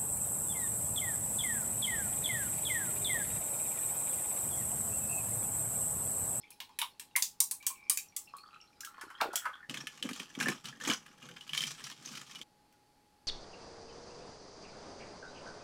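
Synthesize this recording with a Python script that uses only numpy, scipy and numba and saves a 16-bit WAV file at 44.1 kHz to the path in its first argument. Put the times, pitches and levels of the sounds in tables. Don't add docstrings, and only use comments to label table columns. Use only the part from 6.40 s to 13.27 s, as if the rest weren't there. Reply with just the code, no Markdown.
import sys
import numpy as np
from scipy import signal
from scipy.fft import rfft, irfft
from scipy.io import wavfile
from numba import njit

SR = 44100
rng = np.random.default_rng(int(sys.argv[2]) if len(sys.argv) > 2 else 0)


def master(y):
    cut = np.clip(np.atleast_2d(y).T, -1, 1)
    pcm = np.round(cut * 32767)
    wavfile.write(sys.argv[1], SR, pcm.astype(np.int16))


N = 302967

# centre in Hz, width in Hz, strength in dB.
GLASS_MODES = [(1205, 87, 1), (1695, 62, -1), (2383, 100, 1.5), (3056, 55, -2), (3165, 190, 5.5),
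               (5140, 60, -5.5), (5906, 94, -0.5), (7070, 480, 7.5)]
# centre in Hz, width in Hz, strength in dB.
COUNTER_MODES = [(216, 38, -3.5), (262.4, 49, 0), (335, 55, -9), (497, 33, -11)]


def from_db(db):
    return 10 ** (np.asarray(db) / 20)


def rms_one(x):
    return x / np.sqrt(np.mean(x ** 2) + 1e-20)


def in_time(rows):
    s, *columns = np.transpose(rows)
    t = np.arange(N) / SR
    gate = (t >= s[0]) & (t <= s[-1])
    return [np.interp(t, s, c) for c in columns] + [gate]


def held(s, values):
    latest = np.searchsorted(s, np.arange(N) / SR) - 1
    return values[np.maximum(latest, 0)]


def band(x, low_hz, high_hz):
    return signal.sosfilt(signal.butter(2, [low_hz, high_hz], "band", fs=SR, output="sos"), x)


def coloured(x, spectrum):
    hz, db = np.transpose(spectrum)
    grid = np.maximum(np.arange(N // 2 + 1) * SR / N, 1)
    gain = from_db(np.interp(np.log(grid), np.log(hz), db))
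    return irfft(rfft(x) * gain, N)


def pole_radius(width_hz):
    return np.exp(-np.pi * width_hz / SR)


def resonate(x, hz, width_hz):
    r, w = pole_radius(width_hz), 2 * np.pi * hz / SR
    return signal.lfilter([.5, 0, -.5], [1, -2 * r * np.cos(w), r * r], x + 1e-18)


@njit
def glide(x, hz, r, sr):
    out = np.zeros(len(x))
    for i in range(2, len(x)):
        push = (x[i] - x[i - 2]) / 2
        out[i] = push + 2 * r * np.cos(2 * np.pi * hz[i] / sr) * out[i - 1] - r * r * out[i - 2]
    return out


def clicks(s, db):
    out = np.zeros(N)
    out[np.round(s * SR).astype(int)] = from_db(db)
    return out


def bursts(s, db, rise_s, fade_s):
    fade = np.exp(-1 / (fade_s * SR))
    shape = signal.lfilter([1], [1, -fade], clicks(s, db) + 1e-18)
    r = np.exp(-1 / (rise_s * SR))
    return signal.lfilter([1 - r], [1, -r], shape) * rng.standard_normal(N)


def grains(per_s, spread_db):
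    luck = rng.uniform(-1, 1, N) * SR / per_s
    hit, out = np.abs(luck) < 1, np.zeros(N)
    rarity = np.minimum(-np.log(np.abs(luck[hit])), 4)
    out[hit] = np.sign(luck[hit]) * from_db(spread_db * rarity)
    return out


def glass_mode(x, hz, width_hz):
    knots = rng.standard_normal(N // 2000 + 2)
    wander = 1 + .05 * np.interp(np.arange(N) / 2000, np.arange(len(knots)), knots)
    return glide(x, hz * wander, pole_radius(width_hz), SR)


def air_space(x, width_hz):
    # time in seconds, pitch in Hz.
    filling = [(0, 926), (1.0, 996), (1.95, 1160), (2.15, 1297), (3.27, 1477)]
    hz, r = in_time(filling)[0], pole_radius(width_hz)
    once = glide(x, hz, r, SR)
    return glide(once, hz, r, SR) * (1 - r * r)


def bubbles(table, cycles, scatter):
    out, t = np.zeros(N), np.arange(int(.08 * SR)) / SR
    chance = rng.random((len(table), 4, 3)) * [[0], [1], [1], [1]]
    for (s, db, hz), brood in zip(table, chance):
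        for late, smaller, off in brood:
            pitch = hz * (1 + scatter * np.sin(2 * np.pi * off))
            swell = np.minimum(t / 0.001, 1) * np.exp(-t * pitch / cycles)
            size = from_db(db - 3.0 - 10 * smaller - 6 * late)
            i = round((s + 0.038 * late) * SR)
            out[i:i + len(t)] += size * swell * np.sin(2 * np.pi * pitch * (t + 1.5 * t * t))
    return out


def blips(per_s, low_hz, high_hz, cycles):
    pitches = np.geomspace(low_hz, high_hz, num=9)
    return rms_one(sum(resonate(grains(per_s, 5.5), hz, hz / cycles) for hz in pitches))


def background():
    # frequency in Hz, density in dB per Hz.
    hush_colour = [(20, -14.5), (273, -10), (670, -19), (839, -11), (994, -20.5), (11100, -31.5),
                   (16500, -42)]
    # frequency in Hz, level in dB rms.
    hum_hz, hum_db = (834.4, -74.5)
    # centre in Hz, width in Hz, level in dB rms.
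    whine_hz, whine_width_hz, whine_db = (4500, 500, -82)
    hush_db = -70
    hush = rms_one(coloured(rng.standard_normal(N), hush_colour))
    hum = rms_one(np.sin(2 * np.pi * hum_hz * np.arange(N) / SR))
    whine = rms_one(resonate(rng.standard_normal(N), whine_hz, whine_width_hz))
    return from_db(hush_db) * hush + from_db(hum_db) * hum + from_db(whine_db) * whine


def trickle():
    # time in seconds, trickle level in dB, upper trickle level in dB.
    pour_levels = [(0, -89, -67.5), (0.33, -78.5, -70.5), (1.15, -88.5, -77.5), (1.4, -76.5, -71),
                   (1.72, -79.5, -72.5), (1.9, -80.5, -67.5), (2.1, -55.5, -61), (2.35, -84, -73),
                   (2.5, -65, -72.5), (3.0, -60, -60.5), (3.25, -63.5, -100)]
    # centre in Hz, width in Hz, strength in dB.
    upper_modes = [(2500, 110, -2), (3160, 146, -5.5), (4100, 65, -6), (5360, 90, -5.5)]
    trickle_db, upper_db, on = in_time(pour_levels)
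    deep = np.arange(N) > 2.38 * SR
    low = rms_one(air_space(grains(300, 6.4), width_hz=210))
    low += from_db(4.0) * blips(30, 1050, 1900, cycles=18.0) * deep
    upper = rms_one(sum(from_db(g) * glass_mode(grains(25, 4.4), hz, w) for hz, w, g in upper_modes))
    return on * (from_db(trickle_db) * low + from_db(upper_db) * band(upper, 2600, 10000))


def gurgles():
    # start in seconds, level in dB, pitch in Hz.
    gurgle_rows = [(0.035, -45, 2270), (0.755, -19, 2102), (1.3026, -38.5, 1030), (1.5744, -33, 2520),
                   (1.8736, -48, 2680), (1.9376, -32, 1113), (2.0374, -40.5, 1255), (2.2024, -45.5, 2830),
                   (2.4339, -36.5, 1590), (2.4724, -38.5, 1294), (2.752, -40, 3160), (2.956, -24, 3210),
                   (3.0986, -38.5, 1137), (3.1348, -37.5, 3250), (3.2291, -40, 1774)]
    return bubbles(gurgle_rows, cycles=11.2, scatter=0.051)


def cracks():
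    # start in seconds, snap level in dB, snap centre in Hz,
    # body and air-space levels in dB relative to the snap.
    crack_rows = [(0.1044, -45, 9800, 4, -19), (0.2024, -38.5, 4800, 17.5, -11.5),
                  (0.292, -62.5, 5000, 18, 4.5), (0.3883, -28, 10200, 11.5, -24),
                  (0.4157, -33.5, 10200, 19.5, -1), (0.5964, -36.5, 8200, 10, -24.5),
                  (0.7617, -18.5, 8900, 4.5, -20.5), (0.823, -19, 4670, -8, -43),
                  (1.003, -15.5, 8300, -37, -30.5), (1.1111, -25, 9400, -8, -27.5),
                  (1.2263, -49, 5070, 13.5, -14), (1.266, -20, 8360, -2, -33),
                  (1.4971, -16.5, 8660, -2, -31.5), (1.5729, -24.5, 6860, -2, -43),
                  (1.7641, -26.5, 7800, -6, -37.5), (1.967, -50, 8650, -5, -31),
                  (2.4062, -37.5, 5570, 0.5, -21), (2.448, -36, 5450, 3, -31), (2.812, -33, 4470, 20, -2),
                  (2.9567, -22, 7240, 3, -24.5), (6.3252, -65, 6000, 14, -9)]
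    s, db, hz, body_db, air_db = np.transpose(crack_rows)
    fracture = from_db(1.0) * clicks(s, db) + from_db(-2.5) * bursts(s, db, 0.00044, 0.0044)
    snap = band(fracture, 4600, 21000)
    snap = snap + from_db(-4.0) * glide(snap, held(s, hz), pole_radius(3000), SR)
    short_body = bursts(s, db + body_db, 0.00062, 0.0016)
    long_body = bursts(s, db + body_db - 17.0, 0.0015, 0.015)
    body = band(short_body + long_body, 1800, 3900)
    return snap + body + air_space(bursts(s, db + air_db, 0.0099, 0.0053), width_hz=210)


def glugs():
    # start in seconds, level in dB, pitch in Hz.
    glug_rows = [(.416, -36, 880), (2.636, -41, 370), (2.817, -12, 896), (2.857, -27.5, 435),
                 (2.935, -26.5, 816), (3.069, -38, 663)]
    return bubbles(glug_rows, cycles=1.68, scatter=0.26)


def singing():
    hz, width_hz, db = (2340, 70, -61)
    start, end = (1.2, 1.56)
    t = np.arange(N) / SR
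    tone = rms_one(resonate(resonate(grains(400, 3.0), hz, width_hz), hz, 200))
    return from_db(db) * tone * (t > start) * (t < end)


def splashes():
    # start in seconds, slap level in dB, bright spray level in dB relative to the slap.
    splash_rows = [(2.611, -24.5, -18.5), (2.701, -29.5, -24), (2.803, -15.5, -40), (2.931, -30, -11.5),
                   (3.0535, -13, -32)]
    s, db, spray_db = np.transpose(splash_rows)
    slap = band(band(bursts(s, db, 0.0013, 0.011), 974, 1660), 710, 5400)
    return slap + band(bursts(s, db + spray_db, 0.00051, 0.0095), 2900, 11000)


def pushes():
    # time in seconds, then levels in dB of
    swirl = [(3.29, -71.5, -63, -69, -71), (4.75, -68, -79, -67, -70), (5.05, -66.5, -65, -70.5, -69),
             (6.034, -67, -59, -66, -65.5)]
    # start in seconds, hold in seconds, then the same four levels in dB.
    strokes = [(3.298, 0.11, -59, -59.5, -55, -54.5), (3.637, 0.061, -62.5, -70, -47.5, -60),
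               (3.764, 0.056, -60, -53.5, -56.5, -72), (3.992, 0.11, -49, -68, -44, -50.5),
               (4.252, 0.028, -60, -57, -56, -52.5), (4.423, 0.023, -59, -53, -59, -64),
               (4.475, 0.028, -46, -45, -43, -59), (4.836, 0.09, -66.5, -71, -58, -62.5),
               (5.138, 0.17, -62, -47.5, -62, -58), (5.44, 0.076, -62.5, -54, -73.5, -62.5),
               (5.659, 0.11, -63, -51.5, -59, -76)]
    rise_db_per_s, fall_db_per_s = 503.5, 253.5
    *levels, on = in_time(swirl)
    levels, t = np.array(levels), np.arange(N) / SR
    for s, hold, *db in strokes:
        near = slice(int((s - .15) * SR), int((s + hold + .25) * SR))
        before_s = np.maximum(s - t[near], 0)
        after_s = np.maximum(t[near] - s - hold, 0)
        loss = rise_db_per_s * before_s + fall_db_per_s * after_s
        levels[:, near] = np.maximum(levels[:, near], np.array(db)[:, None] - loss)
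    return *levels, on


def stirring():
    # frequency in Hz, density in dB per Hz.
    grind_colour = [(500, 4.5), (1200, 22), (3200, -2), (5000, -18)]
    # frequency in Hz, density in dB per Hz.
    slush_colour = [(1200, -16.5), (2300, 0), (5500, 4.5), (8000, -4), (15500, -19.5)]
    boom_hz, boom_width_hz = 145.7, 28
    grind_db, slush_db, thud_db, boom_db, on = pushes()
    jostle = signal.lfilter([1], [1, -np.exp(-1 / (.006 * SR))], np.abs(grains(110, 2.5)))
    jostle = .3 + rms_one(jostle)
    rub = rms_one(coloured(jostle * grains(4400, 2.0), grind_colour))
    slush = rms_one(coloured((0.65 + jostle) * grains(5000, 3.2), slush_colour))
    rattle = rms_one(sum(from_db(g) * glass_mode(jostle * grains(250, 3.0), hz, 2.6 * w)
                         for hz, w, g in GLASS_MODES))
    shaken = sum(from_db(g) * resonate(grains(130, 4.9), hz, w) for hz, w, g in COUNTER_MODES)
    thud = rms_one(band(shaken, 130, 1100))
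    boom = rms_one(band(resonate(grains(100, 2.0), boom_hz, boom_width_hz), 130, 187))
    grinding = from_db(grind_db) * (rub + from_db(6.5) * rattle)
    wet_ice = from_db(slush_db) * (slush + from_db(-7.0) * rattle)
    counter = from_db(thud_db) * thud + from_db(boom_db) * boom
    return on * (grinding + wet_ice + counter)


def knocks():
    # start in seconds, level in dB, favoured pitch in Hz.
    knock_rows = [(3.296, -29, 3130), (3.342, -29, 2000), (3.372, -33.5, 2060), (3.47, -27.5, 2500),
                  (3.626, -25.5, 3140), (3.69, -27.5, 1670), (3.71, -34, 1700), (3.732, -30.5, 4030),
                  (3.762, -37.5, 2400), (3.799, -30, 2620), (3.951, -37, 3130), (4.002, -26, 3300),
                  (4.01, -26, 1730), (4.027, -22, 1680), (4.084, -19, 1720), (4.255, -30.5, 3560),
                  (4.401, -39, 1640), (4.45, -30, 2950), (4.499, -24, 2800), (4.535, -28.5, 6100),
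                  (4.663, -41.5, 1570), (4.826, -44, 3000), (4.888, -41, 2400), (5.009, -41, 3130),
                  (5.078, -44, 4200), (5.093, -37.5, 3120), (5.133, -28.5, 2430), (5.148, -27, 3000),
                  (5.176, -21, 3760), (5.206, -27.5, 3100), (5.237, -26, 3100), (5.268, -30, 5900),
                  (5.387, -46, 3120), (5.44, -34, 5100), (5.452, -41, 3220), (5.659, -38.5, 5900),
                  (5.687, -43, 5100), (5.75, -41.5, 3100), (5.956, -37, 3100), (6.014, -37, 3100)]
    s, db, favoured_hz = np.transpose(knock_rows)
    chance_db = rng.normal(0, 3, (len(s), len(GLASS_MODES)))
    crunch = clicks(s, db) + bursts(s, db - 13.0, 0.0004, 0.007)
    out = from_db(-6.5) * glide(crunch, held(s, favoured_hz), pole_radius(1300), SR)
    out += from_db(-1.5) * band(crunch, 1400, 10000)
    for (hz, w, g), luck_db in zip(GLASS_MODES, chance_db.T):
        away_db = -15 * np.abs(np.log2(hz / favoured_hz))
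        strike = bursts(s, db + g - 20.0 + away_db + luck_db, 0.00023, 0.0017)
        out += glass_mode(strike, hz, w)
    return out


def thumps():
    # start in seconds, push level in dB.
    thump_rows = [(3.652, -43), (3.713, -46), (3.803, -51.5), (3.976, -46), (4.088, -42.5), (4.497, -42.5)]
    push = band(clicks(*np.transpose(thump_rows)), 120, 376)
    ring = sum(from_db(g) * resonate(push, hz, w) for hz, w, g in COUNTER_MODES)
    return 13.7 * ring / len(COUNTER_MODES)


def clops():
    # start in seconds, level in dB, pitch in Hz.
    clop_rows = [(4.0586, -22.5, 1720), (4.3268, -41.5, 1720), (4.41, -33, 1730)]
    return bubbles(clop_rows, cycles=15.0, scatter=0.13)


def kitchen(x, wet_db):
    # band centre in Hz, time to fall 60 dB in seconds.
    decays = [(250, 0.16), (1200, 0.15), (4000, 0.18), (11000, 0.19)]
    t, step = np.arange(SR // 3) / SR, SR // 8
    noise = rng.standard_normal((len(decays), 9, len(t)))
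    tails = sum(band(n, hz / 1.76, hz * 1.9) * from_db(-60 * t / t60)
                for n, (hz, t60) in zip(noise, decays))
    tails *= np.minimum(t / 0.0035, 1)
    wet = np.zeros(N + step + len(t))
    for k, i in enumerate(range(0, N, step)):
        tail = rms_one(tails[k % len(tails)]) / np.sqrt(len(t))
        echo = signal.fftconvolve(x[i:i + step], tail)
        wet[i:i + len(echo)] += echo
    return x + from_db(wet_db) * wet[:N]


def scene():
    liquid = trickle() + gurgles() + glugs() + singing() + splashes()
    pour = kitchen(cracks() + liquid, wet_db=-3.0)
    stir = kitchen(stirring() + knocks() + thumps() + clops(), wet_db=-7.5)
    stir *= np.arange(N) < 6.034 * SR
    return (pour + stir + background())[None]


def record(dry):
    return signal.sosfilt(signal.cheby2(12, 60, 16800, fs=SR, output="sos"), dry)


dry = scene()
out = record(dry)
master(out)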